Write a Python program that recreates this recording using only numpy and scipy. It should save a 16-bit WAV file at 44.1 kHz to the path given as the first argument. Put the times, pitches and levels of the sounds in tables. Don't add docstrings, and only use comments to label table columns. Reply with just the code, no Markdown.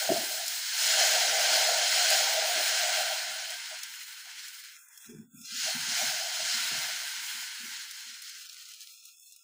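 import sys
import numpy as np
from scipy import signal
from scipy.fft import rfft, irfft, next_fast_len
from scipy.io import wavfile
from scipy.ndimage import uniform_filter1d, map_coordinates

SR = 44100
rng = np.random.default_rng(int(sys.argv[2]) if len(sys.argv) > 2 else 0)


def generate_wav(sig):
    pcm = np.round(np.clip(np.atleast_2d(sig).T, -1, 1) * 32767).astype(np.int16)
    wavfile.write(sys.argv[1], SR, pcm)


def amplitude_ratio(level_db):
    exponent = np.asarray(level_db, float) / 20
    return 10 ** exponent


N = 415863

# pitch_hz, density_db (per Hz)
KITCHEN_SPECTRUM = [(105, -25.5), (140, 1), (190, -14.5), (300, -2.5), (480, -16), (600, 2.5), (780, -6),
                    (900, -23.5), (1400, -22), (3000, -34.5)]
# start_s, peak_db, upper_db, lower_db
KNOCKS = [(0.056, -61, -0.5, -6), (0.092, -32.5, 5, -3.5), (0.199, -69, 28, -30), (1.028, -93, 39, -16),
          (1.278, -56, 4, -2), (1.5, -56, 8, -27), (1.692, -63, 5, -36), (1.545, -61, 0, -25),
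          (1.6, -72, 8, -25), (1.778, -61, -15, -31), (1.85, -64, -11, -22), (1.909, -69, -11, -21),
          (2.163, -56, -21, -23), (2.289, -62, 0, -6), (2.554, -59, 16, -39), (2.83, -61, -18, -13),
          (3.013, -60, -25, -41), (3.27, -63, -30, -16), (3.33, -74, -20, -15), (3.846, -66, -42, -18),
          (4.051, -78, -20, -15), (4.44, -81.5, -1, -25), (5.062, -57, -3, -6), (5.089, -45, 1, 1),
          (5.139, -51, 1, -1), (5.181, -39, -15, -10), (5.342, -41, -32, -5), (5.379, -51, -25, -10),
          (5.518, -48, -36, -42), (5.571, -65, -30, -32), (5.633, -57, -29, 1), (5.747, -39, -36, -1),
          (5.876, -48.5, -2, 0), (6.026, -46, -7.5, -2), (6.09, -70, -15, 12), (6.394, -54.5, -40, 4),
          (6.538, -47, -54, -13), (6.6, -59, -30, -16), (6.718, -44.5, 1.5, -0.5), (6.78, -63, -20, 7),
          (6.923, -62, -23, -7), (7.162, -63, -35, -15), (7.348, -55, -33, -23), (7.599, -59, -8, -20),
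          (7.633, -46, -12, -17), (8.066, -60, -39, -27)]
# start_s, level_db
FOOTSTEPS = [(.1, -59), (1.129, -62), (1.499, -77), (1.64, -87), (1.71, -78), (1.77, -84), (1.19, -62),
             (1.41, -87), (5.875, -75), (6.099, -76), (6.279, -65), (6.716, -84)]
# start_s, push_db
LADLE_BOUNCES = [
    (.0905, 27.5),
    (.0995, 25),
    (.119, 25.5),
    (.134, 16.5),
    (.142, 14.5),
    (.149, 15.5),
    (.160, 20.5),
    (.170, 16),
    (.203, 4),
]
# pitch_hz, width_hz, level_db
STAND_MODES = [(193, 108, -4.5), (239.5, 58, 5), (279, 71, -4.5)]
# pitch_hz, width_hz, level_db
UPPER_STAND_MODES = [(322, 130, 15), (447, 69, 14.5)]
# pitch_hz, width_hz, level_db
PAN_RING_MODES = [(655, 101, -0.5)]
# start_s, peak_db
FAT_SPARKS = [(3.4101, -35), (3.4956, -34), (3.5026, -31.5), (3.606, -37), (3.7882, -37), (3.833, -24.5),
              (4.0312, -39.5), (4.1283, -41), (4.1918, -43.5), (4.3993, -42.5), (4.4772, -36.5),
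              (4.6373, -45.5), (4.759, -41), (4.7904, -37.5), (4.9755, -36.5), (5.414, -38.5),
              (5.7004, -25.5), (6.3873, -32.5), (6.7665, -29.5), (7.2773, -37.5), (7.399, -35.5),
              (7.5512, -37.5), (7.6465, -38.5), (7.7956, -34), (7.9081, -44), (7.9088, -37.5),
              (7.9667, -34), (7.9994, -39.5), (8.0072, -34.5), (8.2177, -39.5), (8.2234, -30.5),
              (8.2923, -38.5), (8.3855, -38.5), (8.5364, -42), (8.591, -41), (8.6327, -46.5),
              (8.6871, -41.5), (8.716, -40.5), (8.744, -38), (8.8063, -37.5), (8.9679, -50),
              (9.0378, -42.5), (9.0533, -35), (9.171, -43), (9.3616, -38.5)]
# start_s, peak_db
DROPLETS = [(3.4104, -28), (3.6576, -27), (4.393, -32), (4.6371, -32.5), (4.9307, -42), (5.036, -41),
            (8.2784, -30.5), (8.457, -33.5), (8.4632, -35), (8.4684, -33.5), (8.4943, -35), (8.4957, -29),
            (8.5434, -32), (8.556, -41.5), (8.6544, -34), (8.7364, -31.5), (8.7444, -38), (8.8153, -33.5),
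            (8.8718, -33), (9.0264, -42), (8.9679, -41.5), (9.1708, -45), (9.197, -43.5), (9.311, -44.5),
            (9.322, -42.5), (9.331, -41)]
# start_s, peak_db, body_db
BUBBLES = [(0.4608, -23, -20.5), (0.479, -16.5, -21), (2.1015, -11, -20.5), (2.2404, -17.5, -7),
           (3.5027, -21.5, -20.5), (3.7883, -36, -16.5), (3.8318, -22.5, -30), (4.0322, -32.5, -17.5),
           (4.482, -28.5, -14), (4.7905, -45, -24), (4.884, -37.5, -21), (4.9747, -31.5, -26),
           (5.3447, -47, -20), (5.3737, -41, -28), (5.4146, -33, -21.5), (6.767, -32, -7.5),
           (7.9098, -26, -28.5), (8.219, -30, -24), (8.293, -32.5, -12), (8.3858, -39.5, -14),
           (8.5276, -34, -23), (8.6867, -35, -13), (8.7166, -35.5, -12.5), (8.8054, -35.5, -2.5),
           (8.489, -36.5, -15), (9.0536, -34, -14.5), (9.196, -39, -10), (9.2596, -40, -25.5),
           (9.3217, -36.5, -29), (9.3617, -36.5, -12)]
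# start_s, steam_db, hum_over_steam_db
BOILING = [(0, -33, -7), (.45, -38, -10.5), (.68, -37.5, -34.5), (.88, -28.5, -13.5), (1.0, -26.5, -8.5),
           (2.2, -30.5, -4.5), (2.95, -28.5, -7), (3.35, -36.5, -14), (3.9, -43, -36), (4.75, -53.5, -58),
           (5.1, -53.5, -25.5), (5.27, -65.5, -21), (5.55, -39.5, -86), (5.67, -37, -10.5),
           (6.9, -34.5, -18.5), (7.2, -37, -24), (8.2, -48, -56), (9.43, -59.5, -40.5)]
# centre_s, half_length_s, steam_gain_db, hum_gain_db
LADLE_PASSES = [(0.098, .02, -2, 0), (.3, .1, 0, 1), (0.613, 0.039, -1, 7.5), (0.816, 0.038, 1, 0.5),
                (1.024, 0.044, 1, 1.5), (1.555, 0.12, 2.5, -2.5), (1.724, .06, 0, 2.5),
                (1.934, 0.096, 1, -6), (2.13, 0.18, 4.5, -6.5), (2.727, 0.18, 1.5, -8.5),
                (3.489, 0.089, 0.5, 6), (3.736, 0.049, 1, 17.5), (4.281, 0.061, -1, 26),
                (4.441, 0.19, 4.5, 7), (4.866, 0.017, -1, 0), (5.298, 0.04, -3.5, 0), (5.47, 0.036, 1, -7),
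                (5.634, 0.037, 2.5, 6), (5.713, 0.062, 2.5, 2), (5.859, 0.16, -1.5, -12.5),
                (5.97, 0.2, 6, 2), (6.013, 0.025, 0, 8.5), (6.26, 0.09, -0.5, 6), (6.551, 0.12, 3.5, -5.5),
                (6.647, 0.056, 1, -6), (6.746, 0.12, 2.5, -0.5), (6.894, 0.03, 0.5, 6.5),
                (7.04, 0.034, -0.5, 4), (7.154, 0.089, -0.5, -8), (7.404, 0.18, 2, -0.5),
                (7.763, 0.075, 3.5, 7), (8.061, 0.11, 2.5, -3), (8.38, 0.047, -1.5, 3),
                (8.47, .03, -2.5, 0), (8.727, 0.18, 2.5, -2.5), (8.94, 0.097, -2, -5),
                (9.066, 0.034, 2, -3), (9.236, 0.044, 1.5, 2)]
# start_s, gain_db
SHADING = [(0, 2), (.6, 4), (.78, 4), (1.15, 2), (1.34, 0.5), (1.57, 1.5), (1.73, 2), (1.8, 2), (2.9, -1),
           (4.5, -1), (5.65, 5), (5.78, -0.5), (5.88, 2.5), (6.3, 1.5), (6.54, 3.5), (6.6, -0.5),
           (7.6, -1.5), (8.25, 2.5)]
# pitch_hz, density_db (per Hz)
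STEAM_SPECTRUM = [(760, -34.5), (1300, -8), (1550, 2), (1630, -2), (2030, 2), (2540, -1), (3010, 1.5),
                  (3700, -4.5), (4190, -2), (4620, -5.5), (5190, -1), (6550, -2.5), (8340, -13),
                  (9040, -7.5), (11000, -15.5), (14300, -60), (22000, -120)]
# pitch_hz, density_db (per Hz)
SPIT_SPECTRUM = [(4700, -25.5), (8000, -4.5), (9060, -6), (11300, -12), (13000, -10.5), (13800, -15),
                 (14600, -3.5), (15000, 0.5), (15450, -3), (15700, -13.5)]
# pitch_hz, density_db (per Hz)
COARSE_SPECTRUM = [(500, -59), (800, -13), (880, 6), (1150, -6.5), (1350, -19), (1500, 6), (2200, -67)]
# pitch_hz, width_hz, level_db
GRIDDLE_MODES = [(1460, 86, -1.5), (3070, 250, -40), (4163, 480, 7), (5074, 390, 3.5), (6100, 120, -10),
                 (6820, 92, 8.5), (7800, 120, 8.5), (8610, 94, -13)]
# pitch_hz, width_hz, level_db
PAN_HUM_MODES = [(644.7, 42, -0.5), (708, 27, 1), (783.5, 82, -3.5), (465, 100, -9.5), (612, 22, -19.5)]
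# pitch_hz, width_hz, level_db
FINE_PEAKS = [(1371, 22, 6), (1583, 34, 3), (1712, 21.4, 6.5), (1917, 14, 1.5), (2070, 15, 4),
              (2170, 7.5, 6.5), (2640, 15, 1.5), (3016, 43, -0.5), (3110, 30, 4.5), (3295, 13, 8.5),
              (4211, 20, 1.5), (4090, 20, -13), (4376, 29, 3), (4870, 11, -2), (5330, 45, 3),
              (5860, 34, 7.5), (6040, 55, -6.5), (6400, 89, 3), (5970, 29, 0), (6680, 55, 1),
              (7300, 90, 2.5), (7630, 50, 5.5), (8600, 90, 4)]
# pitch_hz, density_db (per Hz)
NOISE_ESTIMATE = [(40, -122), (300, -121), (480, -106), (700, -110), (1000, -114), (1500, -104),
                  (4500, -101), (7000, -111), (15000, -120)]
# pitch_hz, width_hz, first_db, relearnt_db
DRONE_BANDS = [(546, 164, 34, 32.5), (910, 92, 17, 10.5), (1317, 110, -14, -11), (1780, 390, 2, 9),
               (2190, 100, 6, 15), (2560, 170, -3, -12), (2950, 180, 2, 3), (3120, 170, 1, 13),
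               (3440, 110, -5, -22), (3750, 70, 3, 7), (3920, 90, 0, 6), (4300, 290, 2, 7),
               (4580, 80, 12, 12), (4790, 290, 4.5, 8), (5200, 60, 5, 3), (5420, 92, -0.5, -4),
               (5980, 170, -4, 14)]
# start_s, lows_db, highs_db
ESTIMATE_CREEP = [(0, -26, 5), (.55, -7, -4), (.9, -21, 4), (2.6, -28, 4), (2.9, 3, 6), (3.5, -6.5, -1),
                  (4.2, -6, 2), (4.6, -5.5, -10), (4.8, 2, 10), (4.88, -6, 12), (4.95, -12, 7.5),
                  (5.03, -5, 7.5), (5.14, -11, 7.5), (5.25, -18, 5), (5.36, 1.5, 15), (5.45, 16, 10),
                  (5.75, 7.5, -3), (7, -5, -19), (8.0, -2, -12), (8.4, 5, -9), (8.86, 13, -14),
                  (8.95, 12, 2), (9.12, 14, 0), (9.2, 16, 10.5), (9.3, 22.5, 7), (9.35, 16, 0.5),
                  (9.43, 13, 3)]
# start_s, end_s, lowest_hz, highest_hz
UNLIKE_TREBLE = [(0, 1.055, 12230, 13800), (1.13, 1.156, 12400, 14400), (1.288, 1.5, 12300, 14200),
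                 (1.754, 2.166, 10800, 14300), (2.19, 3.541, 10150, 14500), (3.6, 3.833, 10000, 14600),
                 (1.24, 1.266, 4600, 5700), (1.637, 1.66, 4100, 6300), (2.22, 2.257, 7040, 9400),
                 (2.226, 2.257, 5300, 5560), (3.05, 3.09, 6460, 7100), (3.803, 3.83, 4130, 6400),
                 (4.626, 4.634, 6000, 9050), (4.777, 4.788, 4600, 15500), (8.46, 8.5, 6000, 13700)]


def unit(x):
    return x / np.sqrt(np.mean(x ** 2) + 1e-30)


def along(points, hz):
    f, v = np.transpose(points)
    return np.interp(np.log(hz + 1), np.log(f + 1), v)


def filtered(x, response):
    m = next_fast_len(N + 8192)
    return irfft(rfft(x, m) * response(np.fft.rfftfreq(m, 1 / SR)), m)[..., :N]


def modes(table):
    def response(f):
        total = 0
        for k, (c, w, db) in enumerate(table):
            total = total + (-1) ** k * amplitude_ratio(db) * 1j * f * w / (c * c - f * f + 1j * f * w)
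        return total
    return response


def wobble(rate):
    knots = rng.standard_normal(int(N * rate / SR) + 4)
    return map_coordinates(knots, [np.arange(N) * rate / SR])


def fizz(per_second, spread_db, share):
    size = amplitude_ratio(spread_db * np.clip(rng.standard_normal(N), -2, 2))
    bursts = (rng.random(N) < per_second / SR) * size * np.sign(rng.standard_normal(N))
    share = np.clip(share, 0, 1)
    return np.sqrt(1 - share) * rng.standard_normal(N) + np.sqrt(share) * unit(bursts)


def patchy(x, depth_db):
    z = signal.stft(x, nperseg=512)[2]
    field = uniform_filter1d(uniform_filter1d(rng.standard_normal(z.shape), 6, 0), 10, 1)
    return signal.istft(z * amplitude_ratio(depth_db * unit(field)), nperseg=512)[1][:N]


def impulses(times, gains):
    push = np.zeros(N)
    push[np.round(np.asarray(times) * SR).astype(int)] = gains
    return push


def puffs(times, gains, t60, rise, tail_db):
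    push, t = impulses(times, gains), np.arange(SR // 3) / SR
    shape = amplitude_ratio(tail_db - 60 * t / t60) * (1 - np.exp(-t / rise))
    return push + signal.fftconvolve(push, shape)[:N] * rng.standard_normal(N)


def kitchen_hum():
    return amplitude_ratio(-97) * unit(filtered(rng.standard_normal(N), lambda f: amplitude_ratio(along(KITCHEN_SPECTRUM, f))))


def knocks():
    t = np.arange(SR // 2) / SR
    parts = STAND_MODES, UPPER_STAND_MODES, [(146.5, 51, 0)], [(55, 45, 0)]
    blows = []
    for s, db, upper_db, lower_db in KNOCKS:
        floor_db = lower_db - 26.5 + 8.5
        blows.append((s, db, amplitude_ratio(np.array([3, upper_db + 3.5, lower_db + 4.0, floor_db]))))
    for s, db in FOOTSTEPS:
        blows.append((s, db, np.array([0, 0, 0, amplitude_ratio(5.5)])))

    swell = np.zeros((4, N + len(t)))
    for s, db, share in blows:
        rise = np.clip(.006 + 0.0046 * (-28.5 - db), .011, .036)
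        decay = amplitude_ratio(db - 60 * t / .21)
        trembling = amplitude_ratio(db - 21.5 - 60 * t / 0.51)
        shape = np.hypot(decay, trembling) * (1 - np.exp(-(t / rise) ** 2))
        swell[:, round((s - .4 * rise) * SR):][:, :len(t)] += shape * share[:, None]
    rattle = [unit(filtered(fizz(78, spread_db=-2.5, share=0.95), lambda f: modes(part)(f) ** 2))
              for part in parts]

    bounce_s, push_db = np.transpose(LADLE_BOUNCES)
    ring = puffs(bounce_s, amplitude_ratio(push_db), t60=0.12, rise=0.004, tail_db=-34.5)
    ring = filtered(ring, lambda f: modes(PAN_RING_MODES)(f) ** 2)
    start_s, peak_db = np.transpose(KNOCKS)[:2]
    contact = impulses(start_s, amplitude_ratio(peak_db + 42))
    contact = filtered(contact, lambda f: modes(STAND_MODES)(f) * modes([(240, 200, 0)])(f))
    return (swell[:, :N] * rattle).sum(0) + ring + contact


def sparks():
    s, db = np.transpose(FAT_SPARKS)
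    push = impulses(s + .001, amplitude_ratio(db + 11))
    return filtered(push, lambda f: modes([(9500, 9000, 0)])(f) ** 2 + modes([(15000, 1500, 0)])(f))


def droplets():
    s, db = np.transpose(DROPLETS)
    snaps = puffs(s + .001, amplitude_ratio(db + 12), t60=.012, rise=0.00026, tail_db=-10.5)
    return filtered(snaps, lambda f: modes([(4900, 4500, 0)])(f) ** 2)


def pops():
    s, db, body_db = np.transpose(BUBBLES)
    s = s + .0012
    bright = lambda f: modes([(5600, 7000, 0)])(f) ** 2 - modes([(15000, 1200, -10)])(f)
    tick = filtered(puffs(s, amplitude_ratio(db + 6.5), t60=0.032, rise=.0003, tail_db=-10.0), bright)
    body = puffs(s, amplitude_ratio(db + body_db + 16.0), t60=0.018, rise=.0003, tail_db=-20.0)
    body = filtered(body, modes([(3150, 2500, 0.0038)]))
    echo = filtered(puffs(s + .0072, amplitude_ratio(db - 2.5), t60=.03, rise=0.0013, tail_db=-9), bright)
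    return tick + body + echo


def steam_colour():
    ripple_db = .6 * rng.standard_normal(900)

    def colour(f):
        fine_db = np.interp(f / 25, np.arange(900), ripple_db)
        for c, w, db in FINE_PEAKS:
            fine_db = fine_db + db * np.exp(-((f - c) / w) ** 2)
        return amplitude_ratio(along(STEAM_SPECTRUM, f) + fine_db) * (0.89 + 0.49 * abs(modes(GRIDDLE_MODES)(f)))
    return colour


def sizzle():
    t = np.arange(N) / SR
    s, *cols = np.transpose(BOILING)
    steam_db, slack_db = [np.interp(t, s, c) for c in cols]
    for s, half, gain_db, hum_gain_db in LADLE_PASSES:
        swell = np.exp(-((t - s) / half) ** 2)
        steam_db, slack_db = steam_db + gain_db * swell, slack_db + hum_gain_db * swell

    fresh = 1 / (1 + np.exp(np.clip((t - 0.82) / .05, -50, 50)))
    spit_floor_db = np.minimum(-59, steam_db - 5.5)
    spit_gain = np.hypot(amplitude_ratio(steam_db - 10.5 + 7.5 * fresh), amplitude_ratio(spit_floor_db)) * amplitude_ratio(1.8 * wobble(12))
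    hum_db = steam_db + slack_db + 2 * wobble(24)
    sparse = np.clip((-38.0 - steam_db) / 14, 0, 1)
    coarse_db = steam_db - 18 + 0.13 * slack_db + 0.36 * wobble(8.7) - sparse
    surge_db = (.3 + .9 * sparse) * wobble(22) + (.35 + 1.3 * sparse) * wobble(48)

    colour = steam_colour()
    steam = unit(patchy(filtered(fizz(1500, spread_db=4, share=.15), colour), depth_db=.7))
    bright = filtered(steam, lambda f: np.exp(-(np.log2((f + 1) / 5600) / 0.83) ** 2))
    steam = steam + (amplitude_ratio(np.interp(t, *np.transpose(SHADING))) - 1) * bright
    spit = filtered(fizz(500, spread_db=4, share=0.15), lambda f: amplitude_ratio(along(SPIT_SPECTRUM, f)))
    spit = unit(patchy(spit, depth_db=1.))
    coarse = filtered(rng.standard_normal(N), lambda f: amplitude_ratio(along(COARSE_SPECTRUM, f)))
    coarse = unit(patchy(coarse, depth_db=2.0))
    hum = unit(filtered(fizz(110, spread_db=-5.5, share=0.057), lambda f: modes(PAN_HUM_MODES)(f) ** 2))
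    crackle = unit(filtered(fizz(70, spread_db=-13.5, share=0.67), colour))

    boiling = amplitude_ratio(steam_db + surge_db) * steam + spit_gain * amplitude_ratio(surge_db) * spit + amplitude_ratio(coarse_db) * coarse
    boiling = boiling + 0.27 * sparse * amplitude_ratio(steam_db) * crackle
    no_bass = lambda f: 1 / (1 + (430 / (f + 1)) ** 8)
    return filtered(boiling + amplitude_ratio(hum_db) * hum, no_bass)


def scene():
    return np.tile(knocks() + sparks() + droplets() + pops() + sizzle(), (2, 1))


def suppress(x, ragged_db, depth_db, steep):
    hz, t, z = signal.stft(x, SR, nperseg=1024, noverlap=768, scaling="psd")
    power = abs(uniform_filter1d(uniform_filter1d(abs(z) ** 2, 12, 1), 3, 0)) * 2 + 1e-30
    relearnt = 1 / (1 + np.exp(np.clip((5 - t) / 0.084, -50, 50)))
    drones_db = 0
    for c, w, db, later_db in DRONE_BANDS:
        drones_db = drones_db + np.outer(np.exp(-((hz - c) / w) ** 2), db + (later_db - db) * relearnt)
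    drift = uniform_filter1d(uniform_filter1d(rng.standard_normal(z.shape), 4, 0), 28, 1)
    s, lows_db, highs_db = np.transpose(ESTIMATE_CREEP)
    tilt = np.outer(np.clip(hz / 1400 - 1, 0, 1), np.interp(t, s, highs_db - lows_db))
    creep_db = (np.interp(t, s, lows_db) + tilt) * ((hz > 350) & (hz < 6500))[:, None]
    learnt_db = along(NOISE_ESTIMATE, hz)[:, None] + drones_db + creep_db + ragged_db * unit(drift)
    learnt = amplitude_ratio(learnt_db) ** 2
    gain_db = np.maximum(-steep * np.log1p((learnt / power) ** 2), depth_db)
    z = z * amplitude_ratio(uniform_filter1d(gain_db, 9, 1))
    return signal.istft(z, SR, nperseg=1024, noverlap=768, scaling="psd")[1][:N]


def unlike_channels(mid):
    hz, t, z = signal.stft(mid, SR, nperseg=512)
    block = np.arange(len(t)) // 5
    low, high = rng.standard_normal((2, len(t)))[:, block] * [[.07], [.03]] + 1
    unlike = 0
    for start, end, low_hz, high_hz in UNLIKE_TREBLE:
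        band = (hz[:, None] > low_hz * low) * (hz[:, None] < high_hz * high)
        unlike = unlike + band * (t > start) * (t < end)
    unlike = np.minimum(1, unlike)
    mid = signal.istft(z * (1 - 0.41 * unlike), SR, nperseg=512)[1][:N]
    random_phase = np.exp(2j * np.pi * rng.random(z.shape))
    side = signal.istft(amplitude_ratio(-3) * z * unlike * random_phase, SR, nperseg=512)[1][:N]
    return np.array([mid + side, mid - side])


def band_limit(x):
    return signal.sosfilt(signal.butter(12, 16790, fs=SR, output="sos"), x)


def record(dry):
    gated = suppress(dry[0], ragged_db=2.5, depth_db=-48, steep=28)
    mid = filtered(gated + kitchen_hum(), lambda f: f < 15600)
    return band_limit(unlike_channels(mid))


dry = scene()
out = record(dry)
generate_wav(out)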